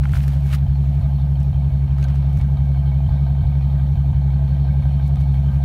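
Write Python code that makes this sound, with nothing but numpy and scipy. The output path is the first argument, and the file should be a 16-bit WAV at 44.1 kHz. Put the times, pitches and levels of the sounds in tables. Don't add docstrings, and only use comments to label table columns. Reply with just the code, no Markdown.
import sys
import numpy as np
from scipy import signal
from scipy.fft import rfft, irfft, next_fast_len
from scipy.io import wavfile
from scipy.ndimage import uniform_filter1d, map_coordinates

SR = 44100
rng = np.random.default_rng(int(sys.argv[2]) if len(sys.argv) > 2 else 0)


def generate_wav(signal):
    frames = np.transpose(np.atleast_2d(signal))
    scaled = np.clip(frames, -1, 1) * 32767
    pcm = np.round(scaled).astype(np.int16)
    wavfile.write(sys.argv[1], SR, pcm)


def boost_factor(decibels):
    exponent = np.asarray(decibels, float) / 20
    return 10 ** exponent


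N = 248724
LOOP = next_fast_len(N + SR)

FIRING_HZ = 69.33
MISFIRE_PLACE = 9.16
METAL_DB, METAL_GROWS = -54, 1.2
TAP_RISE_S, TAP_T60_S, SNAP_T60_S = .001, .009, .009

# time in seconds, lead over a steady idle in firings.
CRANK_WANDER = [(0.043, -0.007), (0.216, -0.022), (0.563, 0.101), (0.736, 0.02), (1.428, 0.19),
                (1.947, 0.063), (2.12, -0.012), (2.64, 0.008), (3.159, -0.092), (3.505, -0.066),
                (4.024, -0.065), (4.197, -0.163), (4.47, -0.209), (4.717, -0.174), (4.89, -0.204),
                (5.236, -0.065), (5.409, -0.152), (5.64, -0.207)]
CYLINDERS = [(0.946, 0.078), (1.179, 0.093), (1.05, 0.062), (0.943, 0.018), (0.882, 0.011), (0.978, 0.027),
             (1.071, 0.03), (1.144, 0.034), (1.097, 0.007), (1.071, -0.007), (0.861, 0.007), (0.78, 0.042)]
# frequency in Hz, width in Hz, gain as a ratio.
PIPE_MODES = [(68.0, 14.791, 0.311), (99.31, 8.0, 2.685), (143.248, 60.0, -0.503), (199.398, 8.0, 0.271),
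              (272.026, 8.0, -0.036)]
# time in seconds, share of a full miss.
MISFIRES = [(-0.032, 1.15), (0.141, 1.02), (0.314, 0.08), (0.486, 0.18), (0.659, 0.86), (1.005, 0.9),
            (1.177, 0.14), (1.35, 0.13), (1.523, 0.8), (1.697, 0.57), (1.87, 0.45), (2.045, 0.09),
            (2.391, 0.91), (2.564, 0.45), (2.91, 0.08), (3.084, 1.0), (3.43, 1.08), (3.603, 0.1),
            (3.949, 0.84), (4.123, 0.86), (4.471, 0.19), (4.644, 0.08), (4.817, 0.49), (4.989, 0.14),
            (5.162, 0.39), (5.509, 0.35)]
# frequency in Hz, width in Hz, gain as a ratio.
BUMP_MODES = [(52.522, 10.952, 1.521), (90.019, 13.952, -2.997), (128.902, 28.534, -2.857)]
# time in seconds, exhaust level in dB.
LOAD = [
    (0.0, 0),
    (5.64, 0.5),
]
# place in firings, silencer level in dB, metal level in dB.
PUFFS = [(.25, -3, -2), (.75, -7.5, -8), (1.4, -6.5, -5), (2.25, -11.5, -8.5), (2.9, -4.5, -12.5),
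         (3.4, -10, -13), (4.2, 2.5, -3.5), (5.2, -1, -6.5), (6.2, -5, -3.5), (7.2, -5, -12),
         (8.2, -3.5, -4.5), (9.2, -14.5, -17.5), (10.2, 2.5, 4), (11.15, 0, 0.5)]
# frequency in Hz, width in Hz, level in dB.
SILENCER_MODES = [(156.3, 14, 20), (193.6, 17, 17), (260, 12, 3.5), (346, 65, -7), (462, 45, -6.5),
                  (553, 22, 1), (647.6, 18, 3), (712, 82, -1), (836, 27, 2), (905, 60, -5.5)]
# frequency in Hz, width in Hz, level in dB.
METAL_MODES = [(1043, 100, -1.5), (1228, 33, 2.5), (1570, 55, 2.5), (1911, 54, -5), (2240, 36, 2),
               (2446, 60, -5), (3111, 97, -3.5), (3650, 380, -11.5), (3920, 390, -15.5), (4270, 69, -6.5)]
# time in seconds, level in dB.
NEARNESS = [
    (0.0, -52),
    (0.79, -53),
    (1.05, -50.5),
    (1.33, -53),
    (2.14, -50),
    (2.6, -51),
    (3.24, -49.5),
    (4.24, -50.5),
    (4.54, -48.5),
    (5.64, -50.5),
]
# place in firings, level in dB.
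POPS = [
    (.35, -2.5),
    (2.4, -4.5),
    (4.33, -3),
    (5.3, -6.5),
    (8.3, -7.5),
    (10.3, 0),
    (11.3, -4),
]
# time in seconds, peak level in dB, pitch in Hz.
TAPS = [(0.0347, -29, 1400), (0.0543, -21, 1400), (0.0927, -37, 1900), (0.1351, -21, 1435),
        (0.1531, -25, 1500), (0.168, -25, 1416), (0.2049, -33.5, 1620), (0.238, -34, 1800),
        (0.2783, -35, 1750), (0.4594, -39, 1630), (0.5297, -28, 2700), (0.534, -29, 1300),
        (0.541, -26, 1250), (1.9837, -33, 1250), (1.9984, -36, 1190), (2.029, -34, 2600),
        (2.043, -37, 4200), (2.046, -37, 1150), (2.085, -39, 1900), (2.1011, -33, 1400), (2.143, -40, 1150),
        (2.158, -36, 1155), (2.373, -37, 1200), (2.402, -40, 1700), (2.413, -38.5, 2260),
        (4.1474, -43, 1900), (4.2911, -39.5, 1270), (5.1577, -42, 2280)]
# time in seconds, level in dB, centre in Hz.
SNAPS = [(0.035, -52, 3600), (0.055, -48, 3500), (0.093, -50, 4000), (0.12, -48, 9000),
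         (0.132, -43.5, 8000), (0.169, -47, 5000), (0.2302, -44, 14000), (0.2378, -47, 4000),
         (0.279, -41, 14000), (0.4594, -51, 12000), (0.4678, -48, 11000), (0.5257, -44, 11000),
         (0.551, -44, 13000), (1.4027, -49.5, 5000), (1.4314, -49.5, 5000), (1.9837, -48, 4500),
         (1.9984, -51, 3500), (2.0274, -41, 3400), (2.0404, -42, 3500), (2.085, -48, 3300),
         (2.1011, -51, 3500), (2.143, -57, 8000), (2.158, -48, 3500), (2.3309, -53, 9000),
         (2.373, -48, 7000), (2.3874, -51, 10000), (2.413, -49, 3200), (5.0794, -50, 10000),
         (5.1577, -46, 3500), (5.2094, -52, 5000)]
# peak time in seconds, level in dB, crackle over body in dB,
# time to build 20 dB in seconds, time to fade 20 dB in seconds.
RUSTLES = [(0.037, -44, -14, .01, .04), (0.09, -52, -8, .25, .2), (0.15, -42, -6, .06, .19),
           (0.24, -52, -1, .03, .04), (0.282, -58, 7, .03, .03), (0.33, -47, -8.5, .17, .15),
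           (0.49, -49, -5, .15, .08), (0.532, -36, -9, .05, .04), (0.549, -34, -8, .05, .022),
           (0.585, -49, -15, .05, .04), (0.95, -56, -10, 1.3, .7), (1.41, -54, -12, .02, .05),
           (2.034, -47, -10, .08, .03), (2.048, -49, -9, .02, .02), (2.102, -45, -16, .03, .03),
           (2.15, -56, -6, .01, .12), (2.2, -56, -20, 1.2, .9), (2.39, -62, 3, .1, .05),
           (2.41, -49, -16, .03, .035), (4.888, -57, -9.5, .2, .4), (5.075, -60, 2.5, .07, .035),
           (5.208, -55, -4, .04, .06), (5.36, -58, -4.5, .12, .06), (5.555, -52, -11, .2, .12)]
# frequency in Hz, density in dB per Hz.
PAPER_COLOUR = [(410, -45.5), (700, -16.5), (794, -15.5), (1230, 0.5), (2190, -2.5), (2870, -2),
                (6000, -22.5), (7800, -52.5), (13200, -120)]
# frequency in Hz, density in dB per Hz.
CRACKLE_COLOUR = [(2350, -24.5), (4000, -4), (7880, -11), (9220, -8.5), (10500, -11.5), (15100, -11.5),
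                  (16000, -20.5)]
# frequency in Hz, density in dB per Hz.
GAS_COLOUR = [(150, -34), (250, -1), (458, -13), (656, -5), (840, -11.5), (1360, -22), (2260, -25),
              (2820, -25.5), (4240, -28.5), (4800, -41), (6240, -69), (10600, -120)]
# frequency in Hz, density in dB per Hz.
AIR_COLOUR = [(2710, -29.5), (4600, -1.5), (4820, -10), (5510, -2), (6010, -5.5), (7570, -9.5),
              (9020, -7.5), (10500, -9.5), (12700, -4), (14100, -13), (15700, -12)]
# frequency in Hz, density in dB per Hz.
RUMBLE_COLOUR = [(20, -51.5), (30, -13.5), (45, -3), (56, -3), (70, -60.5)]


def exhaust():
    load_db = curves(LOAD)[0] + .25 * wobble(8)
    return SR / (2 * FIRING_HZ) * boost_factor(load_db) * (firings() + misfires())


def firings():
    size, late = np.transpose(CYLINDERS)
    s = moments(np.arange(len(size)) + late)
    fired = pulses(s, size * boost_factor(.12 * rng.standard_normal(s.shape)))
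    pipe = lambda f: ringing(PIPE_MODES, .0023)(f) * muffled(f)
    second = filtered(fired, lambda f: pipe(f) * np.exp(-((f - 2 * FIRING_HZ) / 25) ** 2))
    turned = FIRING_HZ * np.arange(N) / SR + curves(CRANK_WANDER)[0]
    swell_db = 1.5 * np.cos(2 * np.pi * (turned - 1.95) / 6) - .5
    return filtered(fired, pipe) + second * (boost_factor(swell_db) - 1)


def misfires():
    when, share = np.transpose(MISFIRES)
    turns = moments([MISFIRE_PLACE])
    s = turns[np.abs(turns - when).argmin(0), 0]
    bump = lambda f: ringing(BUMP_MODES, .0043)(f) * np.exp(-(f / 200) ** 4) * muffled(f)
    return filtered(pulses(s, share), bump)


def valves():
    place, puff_db, tick_db = np.transpose(PUFFS)
    s = moments(place)
    s = s + .00015 * rng.standard_normal(s.shape)
    shell_db = curves(NEARNESS)[0]
    metal_db = METAL_DB + METAL_GROWS * (shell_db - shell_db.mean())
    shell = struck(SILENCER_MODES, s, puff_db, scatter_db=2.5, gush_db=-3, steady_db=-1.5, gush_s=0.01, skirt=3)
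    metal = struck(METAL_MODES, s, tick_db, scatter_db=5.0, gush_db=-1.0, steady_db=6, gush_s=0.004, skirt=6.9)
    return boost_factor(shell_db + 13.5) * shell + boost_factor(metal_db) * metal


def chamber():
    s = moments([6.1])
    mode = ringing([(401.6, 22, 1)], 0)
    kicks = pulses(s, boost_factor(1.0 * rng.standard_normal(s.shape)))
    return boost_factor(-58) * unit(filtered(kicks, lambda f: mode(f) ** 2))


def pops():
    place, db = np.transpose(POPS)
    s = moments(place - .15)
    tip = ringing([(772, 330, 1)], 0)
    kicks = pulses(s, boost_factor(db + 2.9 * rng.standard_normal(s.shape)))
    return boost_factor(curves(NEARNESS)[0] - 4.5) * unit(filtered(kicks, lambda f: tip(f) ** 3))


def paper_taps():
    out, t = np.zeros(N + SR), np.arange(SR // 40) / SR
    partials = [(1, 1), (1.55, 0.4), (.74, 0.55), (2.2, 0.15)]
    for s, db, hz in TAPS:
        ring = sum(gain * np.sin(2 * np.pi * ratio * hz * t) for ratio, gain in partials)
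        rise = 1 - np.exp(-(t / TAP_RISE_S) ** 2)
        out[round(s * SR):][:len(t)] += boost_factor(db + 7 - 60 * t / TAP_T60_S) * rise * ring
    return out[:N]


def paper_snaps():
    out, t = np.zeros(N + SR), np.arange(SR // 40) / SR
    for s, db, hz in SNAPS:
        band = signal.butter(1, [hz * .6, min(hz * 1.6, SR * .4)], "bandpass", fs=SR)
        crack = unit(signal.lfilter(*band, rng.standard_normal(len(t))))
        out[round(s * SR):][:len(t)] += boost_factor(db + 3.5 - 60 * t / SNAP_T60_S) * crack
    return out[:N]


def paper_rustle():
    clumps = boost_factor(2.6 * wobble(500))
    body = coloured(clumps * rng.standard_normal(N), PAPER_COLOUR)
    crackle = coloured(clumps * rng.standard_normal(N), CRACKLE_COLOUR)
    t = np.arange(N) / SR
    body_power, crackle_power = np.zeros(N), np.zeros(N)
    for s, db, crackle_db, build, fade in RUSTLES:
        swell = boost_factor(db - 20 * np.where(t < s, (s - t) / build, (t - s) / fade))
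        body_power += swell ** 2
        crackle_power += (boost_factor(crackle_db) * swell) ** 2
    return boost_factor(-2.5) * np.sqrt(body_power) * body + boost_factor(0.5) * np.sqrt(crackle_power) * crackle


def gas_stream():
    return boost_factor(-49) * coloured(patchy(0.78), GAS_COLOUR)


def body_rumble():
    return boost_factor(-45.5) * coloured(patchy(.1), RUMBLE_COLOUR)


def distant_air():
    return boost_factor(-65) * coloured(patchy(1.8), AIR_COLOUR)


def moments(places):
    t = np.arange(-SR // 2, N + SR // 4) / SR
    turned = FIRING_HZ * t + np.interp(t, *np.transpose(CRANK_WANDER))
    cycles = np.arange(-2, int(FIRING_HZ * N / SR / len(CYLINDERS)) + 1)
    return np.interp(cycles[:, None] * len(CYLINDERS) + places, turned, t)


def pulses(s, size):
    return np.bincount(np.round(s * SR).astype(int).ravel() % LOOP, size.ravel(), LOOP)


def ringing(modes, soft_s):
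    def response(f):
        rung = sum(g * 1j * f * w / (c * c - f * f + 1j * f * w) for c, w, g in modes)
        return rung / (1 + 2j * np.pi * f * soft_s) ** 2
    return response


def muffled(f):
    high, low = 1j * f / 300, 1j * f / 40
    return low ** 2 / (1 + 1.4 * low + low ** 2) / (1 + high + high ** 2) ** 3


def struck(modes, s, db, scatter_db, gush_db, steady_db, gush_s, skirt):
    out, f = 0, np.fft.rfftfreq(LOOP, 1 / SR)
    for k, (hz, width, mode_db) in enumerate(modes):
        mode = hz, width, (-1) ** k * boost_factor(mode_db)
        knocks = pulses(s, boost_factor(db + scatter_db * rng.standard_normal(s.shape)))[:N]
        gush = unit(signal.lfilter([1], [1, -np.exp(-1 / (gush_s * SR))], knocks))
        flow = boost_factor(gush_db) * gush + boost_factor(steady_db + 3.5 * wobble(25))
        drive = unit(knocks) + flow * rng.standard_normal(N)
        narrowed = 1 + ((f - hz) / (skirt * width)) ** 2
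        out = out + rfft(drive, LOOP) * ringing([mode], 0)(f) / narrowed
    return unit(irfft(out, LOOP)[:N])


def patchy(depth_db):
    z = signal.stft(rng.standard_normal(N), nperseg=512)[2]
    field = uniform_filter1d(rng.standard_normal(z.shape), size=5, axis=0)
    field = uniform_filter1d(field, size=30, axis=1)
    return signal.istft(z * boost_factor(depth_db * unit(field)), nperseg=512)[1][:N]


def wobble(rate):
    coarse = np.arange(0, N + 16, 16)
    knots = rng.standard_normal(int(N * rate / SR) + 4)
    return np.interp(np.arange(N), coarse, map_coordinates(knots, [coarse * rate / SR]))


def curves(rows):
    s, *cols = np.transpose(rows)
    return [np.interp(np.arange(N) / SR, s, c) for c in cols]


def coloured(x, spectrum):
    f, db = np.transpose(spectrum)
    return unit(filtered(x, lambda hz: boost_factor(np.interp(np.log(hz + 1), np.log(f + 1), db))))


def filtered(x, response):
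    return irfft(rfft(x, LOOP) * response(np.fft.rfftfreq(LOOP, 1 / SR)), LOOP)[:N]


def unit(x):
    return x / np.sqrt(np.mean(x ** 2) + 1e-20)


def scene():
    engine = exhaust() + valves() + chamber() + pops()
    paper = paper_taps() + paper_snaps() + paper_rustle()
    background = gas_stream() + body_rumble() + distant_air()
    return (engine + paper + background)[None]


def roll_off(x):
    return signal.sosfilt(signal.butter(12, 16720, fs=SR, output="sos"), x)


def record(dry):
    passed = filtered(dry[0], lambda f: (f < 15750) * f ** 4 / (f ** 4 + 26 ** 4))
    return roll_off(passed[None])


dry = scene()
out = record(dry)
generate_wav(out)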